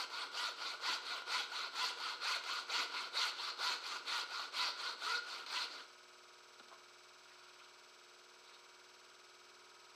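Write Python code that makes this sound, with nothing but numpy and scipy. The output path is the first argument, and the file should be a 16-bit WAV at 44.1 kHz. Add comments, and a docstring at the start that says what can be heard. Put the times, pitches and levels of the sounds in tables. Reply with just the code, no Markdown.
"""A handsaw rasps through a wooden beam in a workshop, about two strokes to and fro a second.
Tooth impacts excite the resonances of beam and blade, and tearing fibres add noise, most on the push.
Late in the cut the blade binds and squeals by stick-slip friction. The sawing stops, and the offcut
taps the beam and slides off it. A small motor whirrs throughout, rubbing on every turn."""
import sys
import numpy as np
from scipy import signal
from scipy.fft import rfft, irfft, next_fast_len
from scipy.io import wavfile

SR = 44100
rng = np.random.default_rng(int(sys.argv[2]) if len(sys.argv) > 2 else 0)


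def generate_wav(signal):
    """Clip the signal to [-1, 1] and save it as 16-bit WAV at the path in sys.argv[1]."""
    frames = np.transpose(np.atleast_2d(signal))
    scaled = np.clip(frames, -1, 1) * 32767
    pcm = np.round(scaled).astype(np.int16)
    wavfile.write(sys.argv[1], SR, pcm)


N = 438794
TIME = np.arange(N) / SR

# Spectra of the motor's whirr and of its throb. Each row: frequency in Hz, relative gain in dB.
WHIRR_SPECTRUM = [(30, -29.5), (110, -24.5), (220, -19.5), (420, -7), (780, -7.5), (1450, 1), (1850, -13.5),
                  (2400, -7), (3400, -7.5), (5200, -9.5), (6900, -21), (7800, -15), (9500, -29),
                  (15000, -34.5)]
THROB_SPECTRUM = [(100, -32), (350, -14.5), (640, 6.5), (850, -9), (1850, -0.5), (2500, 0), (3300, -2.5),
                  (4600, 3), (6000, -4), (6800, -10), (8600, -12), (11000, -17.5), (13000, -22)]
# Steady tones of the motor. 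Each row: frequency in Hz, rms level in dB.
WHINE_TONES = [(120, -93), (241, -89), (360.4, -74), (399, -82.5), (438, -83.5), (479, -81.5), (618, -86),
               (657, -82.5), (958, -77.5), (1056, -83), (1176, -84), (1276, -74), (2272, -76.5),
               (7838, -80.5), (7897, -88.5)]
# Spots that rub once a turn. Each row: position in turns, half length in turns, centre frequency in Hz,
# nominal bandwidth in Hz, rms level in dB.
MOTOR_RUBS = [(0, 0.25, 3904, 280, -74), (0, 0.27, 5300, 200, -73.5), (0.079, 0.53, 6100, 130, -76),
              (.05, 0.33, 2670, 350, -75), (.38, 0.28, 1387, 250, -72), (.52, 0.059, 4770, 300, -78)]

# The offcut striking the beam. Each row: start in seconds, level in dB, decay time in seconds,
# centre of the excited band in Hz.
OFFCUT_TAPS = [(6.597, -51, .004, 4000), (6.601, -53, 0.0061, 300), (6.684, -53.5, 0.0037, 4500),
               (6.715, -52.5, 0.0095, 750), (6.725, -52, 0.013, 950)]
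# The offcut sliding on the beam. Each row: midpoint in seconds, half length in seconds, level in dB.
OFFCUT_SLIDES = [(7.312, 0.072, -66), (7.463, 0.11, -65.5), (7.646, .06, -67), (8.05, 0.073, -75),
                 (8.52, .06, -63)]
# Broad responses to tapping and to sliding. Each row: frequency in Hz, relative gain in dB.
TAP_SPECTRUM = [(30, -48), (150, -22), (230, -3), (400, -2), (750, -2), (1300, 2), (1900, -8), (4300, -5),
                (7000, -19), (15000, -32)]
SLIDE_SPECTRUM = [(40, -42), (200, -17), (700, -10), (1350, 9), (1800, -3), (2400, 4), (3400, 4.5),
                  (4600, 4), (6000, -23), (15000, -34)]
# Resonances of the offcut, then of beam and blade. Each row: frequency in Hz, bandwidth in Hz,
# strength in dB relative to the broad response.
TAP_MODES = [(227, 23, -3), (730, 70, -10), (1040, 60, 7), (1420, 80, 8)]
BEAM_BLADE_MODES = [(283, 20, 3.5), (466, 24, 5.5), (989, 59, 3.5), (1430, 86, 11.5), (2080, 76, 6),
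                    (2280, 76, -4), (2560, 90, -3), (4260, 160, 1), (5900, 80, 1)]

# The blade binding in the kerf. Each row: start in seconds, length in seconds, first pitch in Hz,
# pitch approached in Hz, level in dB.
BLADE_SQUEALS = [(4.565, 0.052, 1500, 1277, -48), (4.838, 0.068, 1430, 1476, -47.5),
                 (5.03, .19, 950, 1477, -41.5)]
# Broad responses to tearing, tooth impact and load. Each row: frequency in Hz, relative gain in dB.
RASP_SPECTRUM = [(200, -41), (700, -15), (1200, -1), (1750, -10.5), (2170, -6.5), (2400, -3), (2850, -3.5),
                 (3300, -1), (4500, 2.5), (5300, -8.5), (7000, -16), (8200, -18), (10000, -27),
                 (15000, -33.5)]
KNOCK_SPECTRUM = [(60, -44), (140, -22), (250, -16), (400, -3.5), (650, -3), (1200, 0.5), (1480, -2),
                  (1750, -18), (3000, -9), (6000, -24), (15000, -34)]
SHUDDER_SPECTRUM = [(60, -31), (170, -15.5), (290, -2.5), (450, 0), (800, -3.5), (1400, 0.5), (2500, -28.5),
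                    (15000, -53)]
# Cycles of the saw, out and back. Each row: push start in seconds, pull start in seconds,
# base push level in dB, base pull level in dB, peak tooth rate of the pull in Hz.
SAW_CYCLES = [(-.15, .079, -39.5, -46, 1200), (.299, .547, -42, -46.5, 1120),
              (.790, 1.008, -40.5, -46, 720), (1.245, 1.478, -40.5, -45.5, 1300),
              (1.713, 1.952, -40, -45.5, 1280), (2.187, 2.42, -39.5, -44.5, 1230),
              (2.661, 2.883, -39.3, -45.5, 1250), (3.11, 3.342, -39, -45.5, 1220),
              (3.559, 3.797, -40, -45.5, 1220), (4.034, 4.268, -41, -46, 1196),
              (4.504, 4.741, -39.5, -45.5, 1145.6), (4.972, 5.228, -42.5, -49, 1050),
              (5.462, 5.69, -41, -53, 646)]


def undb(db):
    """Amplitude grows tenfold for every 20 dB."""
    return 10 ** (np.asarray(db) / 20)


def unit(x):
    """Normalisation to an rms of 1."""
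    return x / np.sqrt(np.mean(x ** 2))


def body(points, modes=(), tilt_db=0, size=8192):
    """Minimum-phase response of unit energy: resonances on a broad curve, tilted in dB per octave."""
    hz = np.maximum(np.fft.rfftfreq(size, 1 / SR), 1)
    point_hz, point_db = np.transpose(points)
    gain = undb(np.interp(np.log(hz), np.log(point_hz), point_db) + tilt_db * np.log2(hz))
    peaks = sum(undb(db) ** 2 / (1 + (2 * (hz - centre) / width) ** 2) for centre, width, db in modes)
    cepstrum = irfft(np.log(gain * np.sqrt(1 + peaks)))
    cepstrum[size // 2:] = 0
    response = irfft(np.exp(2 * rfft(cepstrum)))
    return response / np.linalg.norm(response)


def through(x, response):
    """A linear system convolves its input with its impulse response."""
    return signal.fftconvolve(x, response)[:N]


def bandpass(x, hz, width):
    """A second-order resonance with unit gain at its centre."""
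    return signal.lfilter(*signal.iirpeak(min(hz, SR / 3), hz / width, fs=SR), x)


def walk(rate):
    """Random modulation with a spread near 1, gliding to a new value rate times a second."""
    knots = rng.standard_normal(N // 4)
    return np.interp(TIME * rate, np.arange(len(knots)), knots) * np.sqrt(3 / 2)


def burst(start, decay):
    """Impact noise: a sudden onset and an exponential decay."""
    age = np.maximum(TIME - start, 0)
    return (TIME >= start) * np.exp(-np.minimum(age / decay, 50)) * rng.standard_normal(N)


def workshop(x, t60_s=0.6, wet_db=-5, damp_hz=6000):
    """Reverberation: shelves and machines scatter the sound into a short, dull tail."""
    age = TIME[:SR]
    tail = rng.standard_normal(SR) * np.exp(-np.log(1000) * age / t60_s) * (age > .006)
    tail = signal.sosfilt(signal.butter(1, damp_hz, fs=SR, output="sos"), tail)
    return x + undb(wet_db) * through(x, tail / np.linalg.norm(tail) / 2)


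def motor(turn_hz=19.94, throb_depth_db=8.5, slip_s=.00002, fresh=0.2):
    """Periodic friction: the same rough spots rub on every turn, over a whine and a soft hiss."""
    turn = ((TIME + slip_s * walk(3)) * turn_hz - .40) % 1
    size = int(SR / turn_hz)

    def surface():
        """Roughness repeats with the rotation, apart from a little fresh noise."""
        one_turn = unit(irfft(np.exp(2j * np.pi * rng.random(size // 2 + 1)), size))
        return unit(one_turn[(turn * size).astype(int)] + fresh * rng.standard_normal(N))

    swell = undb(throb_depth_db * np.cos(2 * np.pi * turn))
    throb = undb(-70) * through(unit(swell * surface()), body(THROB_SPECTRUM))
    rough = surface()
    rubs = 0
    for place, half_length, hz, width, db in MOTOR_RUBS:
        distance = (turn - place + .5) % 1 - .5
        contact = np.exp(-(distance / half_length) ** 2)
        band = bandpass(contact * rough, hz, 2 * width)
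        rubs = rubs + undb(db) * unit(bandpass(band, hz, 2 * width))
    whirr = undb(-67.5) * through(surface(), body(WHIRR_SPECTRUM, tilt_db=-1.0))
    hiss = undb(-68) * through(rng.standard_normal(N), body(WHIRR_SPECTRUM, tilt_db=0.8))
    whine = sum(undb(db) * np.sqrt(2) * np.sin(2 * np.pi * hz * TIME + 0.54 * walk(4))
                for hz, db in WHINE_TONES)
    return throb + rubs + whirr + hiss + whine


def fibres(snap_db=1.0, patchy_db=2.5, count=12):
    """Fracture noise: fibres of different sizes snap at different pitches, so each band flares alone."""
    size = next_fast_len(N)
    spectrum, hz = rfft(rng.standard_normal(size)), np.fft.rfftfreq(size, 1 / SR)
    register = np.searchsorted(np.geomspace(900, 13000, count - 1), hz)
    bands = (irfft(spectrum * (register == k), size)[:N] for k in range(count))
    return unit(sum(band * undb(snap_db * walk(300) + patchy_db * walk(50)) for band in bands))


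def offcut(scrape_spread_db=2):
    """Impact and sliding friction: the loose piece rings as it taps the beam, then scrapes across it."""
    taps = 0
    for start, db, decay, hz in OFFCUT_TAPS:
        ring = bandpass(body(TAP_SPECTRUM, TAP_MODES), hz, width=hz)
        taps = taps + through(undb(db) * burst(start, decay), ring / np.linalg.norm(ring))
    pressure = sum(undb(db) * np.exp(-((TIME - middle) / half) ** 2)
                   for middle, half, db in OFFCUT_SLIDES)
    friction = unit(fibres(patchy_db=4.5) * undb(scrape_spread_db * walk(200)))
    return taps + through(pressure * friction, body(SLIDE_SPECTRUM))


def squeal(settle_s=0.046, waver=0.0201, rough_db=1.5, chatter_db=-18, swell_power=1.1):
    """Stick-slip oscillation of the pinched blade; every third slip is harder, adding a subharmonic."""
    out = 0
    for start, length, first_hz, settled_hz, db in BLADE_SQUEALS:
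        age = np.clip(TIME - start, 0, length)
        hz = settled_hz + (first_hz - settled_hz) * np.exp(-age / settle_s)
        phase = 2 * np.pi * np.cumsum(hz * (1 + waver * walk(300))) / SR
        level = undb(db + rough_db * walk(200)) * np.abs(np.sin(np.pi * age / length)) ** swell_power
        out = out + level * np.sqrt(2) * (np.sin(phase) + undb(chatter_db) * np.sin(phase / 3))
    return out


def arm(push_tooth_hz=1008, fastest_share=.485, last_peak_s=5.735, rest_s=5.87):
    """Reciprocating motion: the blade's speed rises from 0 to 1 and falls back within each stroke."""
    push_s, pull_s, push_db, pull_db, pull_tooth_hz = np.transpose(SAW_CYCLES)
    starts = np.sort(np.append(push_s, pull_s))
    fastest = np.append(starts[:-1] + fastest_share * np.diff(starts), last_peak_s)
    marks = np.sort(np.concatenate([starts, fastest, [rest_s]]))
    progress = np.interp(TIME, marks, np.arange(len(marks)) / 2)  # counted in strokes
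    stroke = np.minimum(progress.astype(int), len(starts) - 1)
    cycle, pushing, along = stroke // 2, stroke % 2 == 0, progress % 1
    tooth_hz = np.where(pushing, push_tooth_hz, pull_tooth_hz[cycle])
    level_db = np.where(pushing, push_db[cycle], pull_db[cycle])
    return np.sin(np.pi * along), pushing, along, TIME - starts[stroke], tooth_hz, level_db


def teeth(rate, jitter=.075, uneven_db=3.5):
    """A quasi-periodic impulse train, one uneven knock per passing tooth, and its phase in cycles."""
    travel = np.cumsum(rate) / SR
    count = int(travel[-1])
    timing, strength = rng.standard_normal((count, 2)).T
    place = np.interp(np.arange(count) + jitter * timing, travel, np.arange(N))
    size = unit(undb(uneven_db * strength))
    index = np.minimum(place.astype(int), N - 2)
    late = place - index  # each impulse is shared between two samples
    knocks = np.bincount(index, size * (1 - late), N) + np.bincount(index + 1, size * late, N)
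    return knocks * np.sqrt(SR / rate.max()), travel % 1


def bites(since_turn, delay_s=0.02, decay_s=0.015, snags_s=(2.437, 5.463)):
    """Contact transients: the teeth catch just after each reversal, and twice they snag hard."""
    age = since_turn - delay_s
    catch = (age > 0) * np.exp(-np.abs(age) / decay_s) * rng.standard_normal(N)
    snags = sum(burst(start, decay_s) for start in snags_s)
    return undb(-55) * catch + undb(-44) * snags


def saw(push_knock_db=-6.5, pull_knock_db=-3, fade_db_per_s=0.73, sing_db=-8, saturation=1.38):
    """Forced vibration: tooth impacts and tearing fibres drive beam and blade at the tooth rate."""
    speed, pushing, along, since_turn, tooth_hz, level_db = arm()
    impacts, phase = teeth(speed * tooth_hz * (1 + .015 * walk(20) + .025 * walk(120)))
    force = undb(level_db + 0.4 * walk(70))  # hard and soft grain change the grip
    # The cut deepens with speed until the gullets are full.
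    depth = np.tanh(saturation * speed ** 1.91) / np.tanh(saturation)
    tearing = unit(fibres() * np.exp(-phase)) * force * depth * undb(1.4)
    # Teeth skid dully on the pull and cut ever more crisply as the push goes on.
    crispness = pushing * along ** 2
    skidding = tearing * (1 - crispness) + bites(since_turn)
    dull_rasp = through(skidding, body(RASP_SPECTRUM, BEAM_BLADE_MODES, tilt_db=-0.4))
    crisp_rasp = through(tearing * crispness, body(RASP_SPECTRUM, BEAM_BLADE_MODES, tilt_db=1.5))
    # The knocks fade as the deepening kerf steadies the blade.
    knock_db = np.where(pushing, push_knock_db, pull_knock_db) - fade_db_per_s * TIME + 3.5 * walk(90)
    impacts = impacts * force * speed ** 0.28 * undb(knock_db)
    knocks = through(impacts, body(KNOCK_SPECTRUM, BEAM_BLADE_MODES))
    # At the height of a push, teeth and blade fall in step and sing at the tooth rate and its octave.
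    tone = np.sin(2 * np.pi * phase) + 0.97 * np.sin(4 * np.pi * phase)
    sing = tone * pushing * speed ** 16 * force * undb(sing_db + 2.6 * walk(40))
    # The loaded beam shudders even while the blade is slow.
    load = rng.standard_normal(N) * undb(3.2 * walk(40)) * speed ** 0.27
    shudder = undb(-61.3) * through(load, body(SHUDDER_SPECTRUM, BEAM_BLADE_MODES))
    return dull_rasp + crisp_rasp + knocks + sing + shudder


def scene():
    """Superposition: saw and offcut reverberate in the room, while the nearby motor is heard direct."""
    return (workshop(saw() + squeal() + offcut()) + motor())[None]


def record(dry, cutoff_hz=15300):
    """A steep low-pass filter removes the highest treble."""
    return signal.sosfilt(signal.ellip(10, .2, 70, cutoff_hz, fs=SR, output="sos"), dry)


dry = scene()
out = record(dry)
generate_wav(out)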